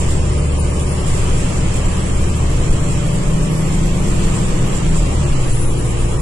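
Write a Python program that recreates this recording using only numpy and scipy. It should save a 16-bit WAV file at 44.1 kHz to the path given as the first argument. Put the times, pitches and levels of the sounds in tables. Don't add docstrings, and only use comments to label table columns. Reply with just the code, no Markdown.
import sys
import numpy as np
from scipy import signal
from scipy.fft import rfft, irfft, dct, next_fast_len
from scipy.io import wavfile
from scipy.ndimage import uniform_filter1d, map_coordinates

SR = 44100
rng = np.random.default_rng(int(sys.argv[2]) if len(sys.argv) > 2 else 0)


def master_out(mix):
    frames = np.transpose(np.atleast_2d(mix))
    ceiling = np.clip(frames, -1, 1)
    pcm = np.round(ceiling * 32767).astype(np.int16)
    wavfile.write(sys.argv[1], SR, pcm)


def invert_db(x):
    u = np.asarray(x, float) / 20
    return 10 ** u


N = 273861


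def unit(x):
    return x / np.sqrt(np.mean(x ** 2) + 1e-20)


def along(points, hz):
    f, v = np.transpose(points)
    return np.interp(np.log(hz + 1), np.log(f + 1), v)


def curves(rows):
    s, *columns = np.transpose(rows)
    return [np.interp(np.arange(N) / SR, s, column) for column in columns]


def wobble(rate):
    at = np.arange(0, N + 32, 32)
    knots = rng.standard_normal(int(N * 400 / SR) + 4)
    return np.interp(np.arange(N), at, map_coordinates(knots, [at * rate / SR]))


def humps(times, db, half_s):
    t = np.arange(0, N + 64, 64) / SR
    power = sum(invert_db(2 * d) * np.exp(-((t - s) / half_s) ** 2) for s, d in zip(times, db))
    return np.interp(np.arange(N) / SR, t, power)


def filtered(x, response):
    m = next_fast_len(N + SR // 2)
    return irfft(rfft(x, m) * response(np.fft.rfftfreq(m, 1 / SR)), m)[..., :N]


# frequency_hz, likeness (0-1)
PORT_LIKENESS = [(30, .996), (80, .996), (130, .97), (200, .84), (340, .68), (480, .4), (600, .15),
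                 (1070, .03), (16000, 0)]


def port_angle(hz):
    return np.arccos(np.clip(along(PORT_LIKENESS, hz), -1, 1)) / 2


def rush(spectrum, patchy_db, source=None):
    noise = rng.standard_normal((2, N)) * (1 if source is None else source)
    z = signal.stft(noise, nperseg=512)[2]
    patches = uniform_filter1d(rng.standard_normal(z.shape[1:]), size=5, axis=0)
    patches = uniform_filter1d(patches, size=10, axis=1)
    pair = signal.istft(z * invert_db(patchy_db * unit(patches)), nperseg=512)[1][:, :N]

    def response(hz):
        angle = port_angle(hz)
        return invert_db(along(spectrum, hz)) * [np.cos(angle), np.sin(angle)]

    mid, side = filtered(pair, response)
    return np.array([mid + side, mid - side]) / np.std(mid)


def tone(hz, fuzz_hz, start=0):
    cycles = np.cumsum(hz + fuzz_hz * wobble(60)) / SR + start
    apart = port_angle(hz.mean()) * np.array([[1], [-1]])
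    return np.sqrt(2) * np.sin(2 * np.pi * cycles + apart * rng.choice([-1, 1]))


# time_s, level_db
ROUGHNESS = [(0, -36.5), (.22, -37.5), (.4, -39), (1.0, -38), (1.12, -35.5), (1.8, -36), (2.4, -37.5),
             (2.75, -36.5), (3.3, -37.5), (4.0, -37), (4.2, -35.5), (5.3, -36.5), (5.64, -38.5),
             (6.21, -38.5)]


def road_db():
    db, = curves(ROUGHNESS)
    return db - db.mean()


# frequency_hz, level_db
LOW_COLOUR = [(30, -59), (50, 4), (75, 2), (100, 4.5), (150, 5), (185, 1.5), (205, -4), (350, -3),
              (590, -8), (670, -12), (1130, -11), (1300, -14.5), (1500, -36.5), (2500, -120)]
# frequency_hz, level_db
UPPER_COLOUR = [(700, -120), (1200, -3.5), (1500, -3), (2100, -2), (2650, -1), (3300, -4), (3500, -8),
                (4200, -10.5), (5500, -9.5), (7000, -11.5), (12000, -120)]


def roar():
    road = road_db()
    low = invert_db(-23 + 0.5 * road) * rush(LOW_COLOUR, patchy_db=0.7)
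    upper = invert_db(-35.5 + 0.9 * road + 0.18 * wobble(8.3)) * rush(UPPER_COLOUR, patchy_db=0.5)
    return low + upper


# frequency_hz, level_db
BOUNCE_COLOUR = [(5, -40), (9, -10), (11.5, 0), (14.5, -4), (19, -25), (40, -120)]
# frequency_hz, level_db
THUD_COLOUR = [(10, -57), (18, -2), (25, -5), (33, -3.5), (45, -11), (60, -27), (90, -120)]
# time_s, bounce_db, thud_db
ROAD_SWELLS = [(.15, -18.5, -36), (.6, -39, -23), (1.199, -13, -24.5), (1.45, -21, -24), (1.8, -23, -18.5),
               (2.2, -18.5, -24.5), (2.65, -20.5, -14), (2.92, -15.5, -31.5), (3.3, -19.5, -18),
               (3.85, -23.5, -16.5), (4.2, -18.5, -18), (4.55, -18.5, -22), (4.95, -25.5, -14),
               (5.35, -17, -21.5), (5.62, -15, -29.5), (6.05, -26.5, -19.5)]


def body():
    swell_s, even_s, evenness = 0.12, 0.18, 0.8
    s, bounce_db, thud_db = np.transpose(ROAD_SWELLS)
    road = road_db()
    out = 0
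    for colour, rest_db, db in (BOUNCE_COLOUR, -28, bounce_db), (THUD_COLOUR, -23.5, thud_db):
        swing = rush(colour, patchy_db=0.5)
        power = np.abs(uniform_filter1d(swing.mean(0) ** 2, size=int(even_s * SR))) + 0.018
        size = np.sqrt(invert_db(2 * (rest_db + 0.9 * road)) + humps(s, db, swell_s))
        out = out + size * unit(swing / power ** (evenness / 2))
    return out


# frequency_hz, level_db
TRIM_COLOUR = [(1500, -74), (3000, -15), (4500, -14.5), (6300, -12.5), (7000, -4.5), (7580, -0.5),
               (8300, -3), (9300, -8), (10000, -12.5), (10400, -21.5), (11400, -24.5), (12300, -25),
               (14500, -24.5), (16500, -64)]
# time_s, rattle_db (above the sizzle)
ROAD_JOINTS = [(0.0, 3), (0.119, 3.5), (1.08, 1.5), (1.158, 0), (1.39, -3.5), (1.759, 1.5), (2.0, -4.5),
               (2.59, -5.5), (2.728, 0.5), (2.92, 2), (3.44, -2.5), (3.17, -1), (3.75, -2), (4.09, 1),
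               (4.249, 2.5), (4.36, 1), (4.55, -7), (4.769, 2), (4.982, 5.5), (5.422, -1), (5.51, 3.5),
               (5.86, -6)]


def sizzle():
    rattle_s = 0.022
    size = invert_db(-37 + road_db()) * np.sqrt(1 + humps(*np.transpose(ROAD_JOINTS), rattle_s))
    contacts = invert_db(1.5 * wobble(350) + 0.58 * wobble(30))
    return size * rush(TRIM_COLOUR, patchy_db=1.0, source=contacts)


# start_s, peak_db, left_right_db
KNOCKS = [(0.6913, -30, 6), (2.7112, -36, -3), (3.4191, -24, -8), (4.0502, -20, -1), (4.0816, -20, -3),
          (4.2233, -20, -7), (4.351, -9, -7), (4.8534, -21, -6), (4.9701, -12, 4), (5.5363, -24, 2),
          (6.0496, -22, -14), (6.1664, -19, 12)]


def knocks():
    out = np.zeros((2, N + SR))
    t = np.arange(SR // 20) / SR
    for s, db, pan_db in KNOCKS:
        burst = invert_db(db - 12.5 - 60 * t / 0.03) * rng.standard_normal((2, len(t)))
        first = round(s * SR)
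        out[:, first:first + len(t)] += burst * invert_db([[pan_db / 2], [-pan_db / 2]])
    return filtered(out[:, :N], lambda hz: invert_db(along(TRIM_COLOUR, hz)))


# time_s, pitch_hz, level_db (rms)
BLADE_WHISTLE = [(0, 8914, -45), (.3, 9090, -47), (.5, 9340, -44), (.75, 9535, -40), (1.1, 9790, -45),
                 (1.4, 9850, -46.5), (1.8, 9990, -50), (2.25, 10400, -47), (2.6, 10700, -50),
                 (3.0, 10940, -49.5), (3.6, 11050, -48), (4.6, 11090, -50), (4.85, 10980, -50),
                 (5.0, 10630, -49), (5.4, 10150, -50), (5.54, 9820, -35), (5.76, 9710, -41.5),
                 (6.21, 9720, -44.5)]


def turbo():
    hz, db = curves(BLADE_WHISTLE)
    flicker = invert_db(3.5 * np.array([wobble(40), wobble(40)]))
    core = np.array([tone(hz, fuzz_hz=48)[0], tone(hz, fuzz_hz=48)[0]])
    skirt = np.array([tone(hz, fuzz_hz=130)[0], tone(hz, fuzz_hz=130)[0]])
    return invert_db(db + 2.5) * (unit(flicker) * core + invert_db(-6.5) * skirt)


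# time_s, cycle_hz (four-stroke cycles)
ENGINE_SPEED = [(0, 12.09), (.4, 12.1), (.8, 12.21), (1.3, 12.24), (1.6, 12.38), (2.4, 12.57), (2.8, 12.86),
                (4.0, 13.38), (4.4, 13.43), (4.8, 13.57), (5.2, 12.1), (5.3, 11.51), (5.5, 10.04),
                (5.6, 9.79), (5.9, 9.71), (6.21, 9.69)]


def engine_cycle_hz():
    return curves(ENGINE_SPEED)[0]


# multiple (of the cycle), early_db (rms), later_db (rms)
DRIVEN_WHINES = [(81, -52, -53), (93, -53, -54), (250.7, -50, -52), (288, -57, -62), (401, -53, -58),
                 (451, -51, -59)]


def whines():
    cycle_hz = engine_cycle_hz()
    out = np.zeros((2, N))
    for k, early_db, later_db in DRIVEN_WHINES:
        db, = curves([(1.2, early_db), (1.7, later_db), (5.0, later_db), (5.3, later_db - 7)])
        out += invert_db(db + 2 * wobble(4)) * tone(k * cycle_hz, fuzz_hz=6)
    return out


# frequency_hz, width_hz, level_db
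CABIN_RESONANCES = [(56.3, 1.5, 2.5), (72.67, 4.4, -5), (125, 18.3, -4.5), (143.2, 5.3, -7),
                    (157.5, 3, -2.5), (185.4, 6.5, -1.5), (255, 8.2, -9), (305, 16, 1.5), (348, 8.9, 9.5),
                    (367.5, 7.9, 1.5), (443, 17, -2.5), (483, 17, 3), (586, 20, 2)]


def cabin_gain(hz):
    power = sum(invert_db(db) ** 2 / (1 + (2 * (hz - c) / w) ** 2) for c, w, db in CABIN_RESONANCES)
    return np.sqrt(power + invert_db(-27.0) ** 2)


# multiple (of the cycle), level_db (rms)
ENGINE_ORDERS = [(5, -32), (6, -14.5), (7, -36), (9, -20), (10, -23.5), (11, -31), (12, -18), (13, -35),
                 (14, -22.5), (15, -28.5), (16, -33.5), (17, -27.5), (18, -31), (19, -33.5), (20, -34.5),
                 (21, -37), (22, -38), (23, -42.5), (24, -38), (26, -44), (27, -48), (30, -37.5),
                 (33, -40.5), (36, -41.5), (39, -46.5), (40, -40), (45, -38), (48, -41.5), (50, -39),
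                 (51, -47.5)]
# time_s, level_db
FIRING_SWELLS = [(0, 1), (.7, 1.5), (1.2, -2), (1.7, -2.5), (2.3, 3.5), (2.65, 3.5), (2.95, -3), (3.45, -4),
                 (3.8, 0), (4.2, 3), (4.8, -2), (5.25, 2.5), (5.5, -2.5), (6.21, -1)]


def engine():
    cycle_hz = engine_cycle_hz()
    firing_db, = curves(FIRING_SWELLS)
    null_db = 7.5 * np.exp(-((cycle_hz - 12.38) / 0.23) ** 2)
    second_db = 2 + 0.17 * firing_db - null_db
    swell_db = {6: firing_db, 12: second_db}
    shift_s, shift_half_s = 5.4, 0.15
    cut_db = 1.5 * np.exp(-((np.arange(N) / SR - shift_s) / shift_half_s) ** 2)
    grid_hz = np.arange(20., 800.)
    cabin = cabin_gain(grid_hz)
    out = np.zeros((2, N))
    for k, db in ENGINE_ORDERS:
        k = round(k)
        gain = invert_db(db - cut_db + swell_db.get(k, 0) + 0.7 * wobble(3))
        gain = gain * np.interp(k * cycle_hz, grid_hz, cabin)
        late = 0.04 * k ** 2
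        out += gain * tone(k * cycle_hz, fuzz_hz=0.1, start=-late)
    return out


def scene():
    return roar() + body() + sizzle() + knocks() + turbo() + whines() + engine()


# frequency_hz, step_db (above the usual level)
BAND_STEPS = [(300, -20), (800, -6), (1400, 5), (2600, 5), (3600, 7.5), (5000, 7.5), (6300, 6), (7500, 3),
              (9000, 6), (9900, 10), (10500, 16), (11300, 19), (12300, 20), (14200, 14), (15300, 22)]


def coarse_bands(x, scatter_db):
    hop = 940
    frames = N // hop + 2
    window = np.sin(np.pi * (np.arange(2 * hop) + 0.5) / (2 * hop))
    halves = np.pad(x, ((0, 0), (hop, frames * hop - N))).reshape(2, frames + 1, hop)
    blocks = np.concatenate([halves[:, :-1], halves[:, 1:]], axis=2) * window
    a, b, c, d = np.split(blocks, 4, axis=2)
    folded = np.concatenate([-c[..., ::-1] - d, a - b[..., ::-1]], axis=2)
    lines = dct(folded, type=4, norm="ortho")
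    usual = signal.medfilt(np.median(np.abs(lines), axis=(0, 1)), kernel_size=15) * 1.5
    scatter = np.repeat(rng.standard_normal((frames, hop // 6 + 1)), 6, axis=1)[:, :hop]
    scatter = unit(uniform_filter1d(scatter, size=3, axis=0))
    hz = np.arange(hop) * SR / (2 * hop)
    masked = uniform_filter1d(np.abs(lines), size=9, axis=2) * (hz > 9000)
    step = usual * invert_db(along(BAND_STEPS, hz) + scatter_db * scatter)
    step = np.maximum(step, masked) + 1e-9
    kept = np.sign(lines) * np.floor(np.abs(lines) / step + 0.4) * step
    u, v = np.split(dct(kept, type=4, norm="ortho"), 2, axis=2)
    y = np.concatenate([v, -v[..., ::-1], -u[..., ::-1], -u], axis=2) * window
    return (y[:, 1:, :hop] + y[:, :-1, hop:]).reshape(2, -1)[:, :N]


def band_limit(x):
    return signal.sosfilt(signal.butter(12, 15760, fs=SR, output="sos"), x)


# frequency_hz, left_right_db
PORT_BALANCE = [(100, .2), (210, .5), (270, 3.5), (440, 2.5), (580, .5), (700, 3), (1100, 2), (2200, .3),
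                (4800, -1), (6300, -3.5), (7400, -10), (8200, .5), (9000, 5), (12000, 0)]


def record(dry):
    ports = filtered(dry, lambda hz: invert_db(np.outer([0.5, -0.5], along(PORT_BALANCE, hz))))
    ports = ports / (1 + np.abs(ports / 0.69) ** 5) ** (1 / 5)
    mix = coarse_bands(ports, scatter_db=5.5)
    return band_limit(mix)


dry = scene()
out = record(dry)
master_out(out)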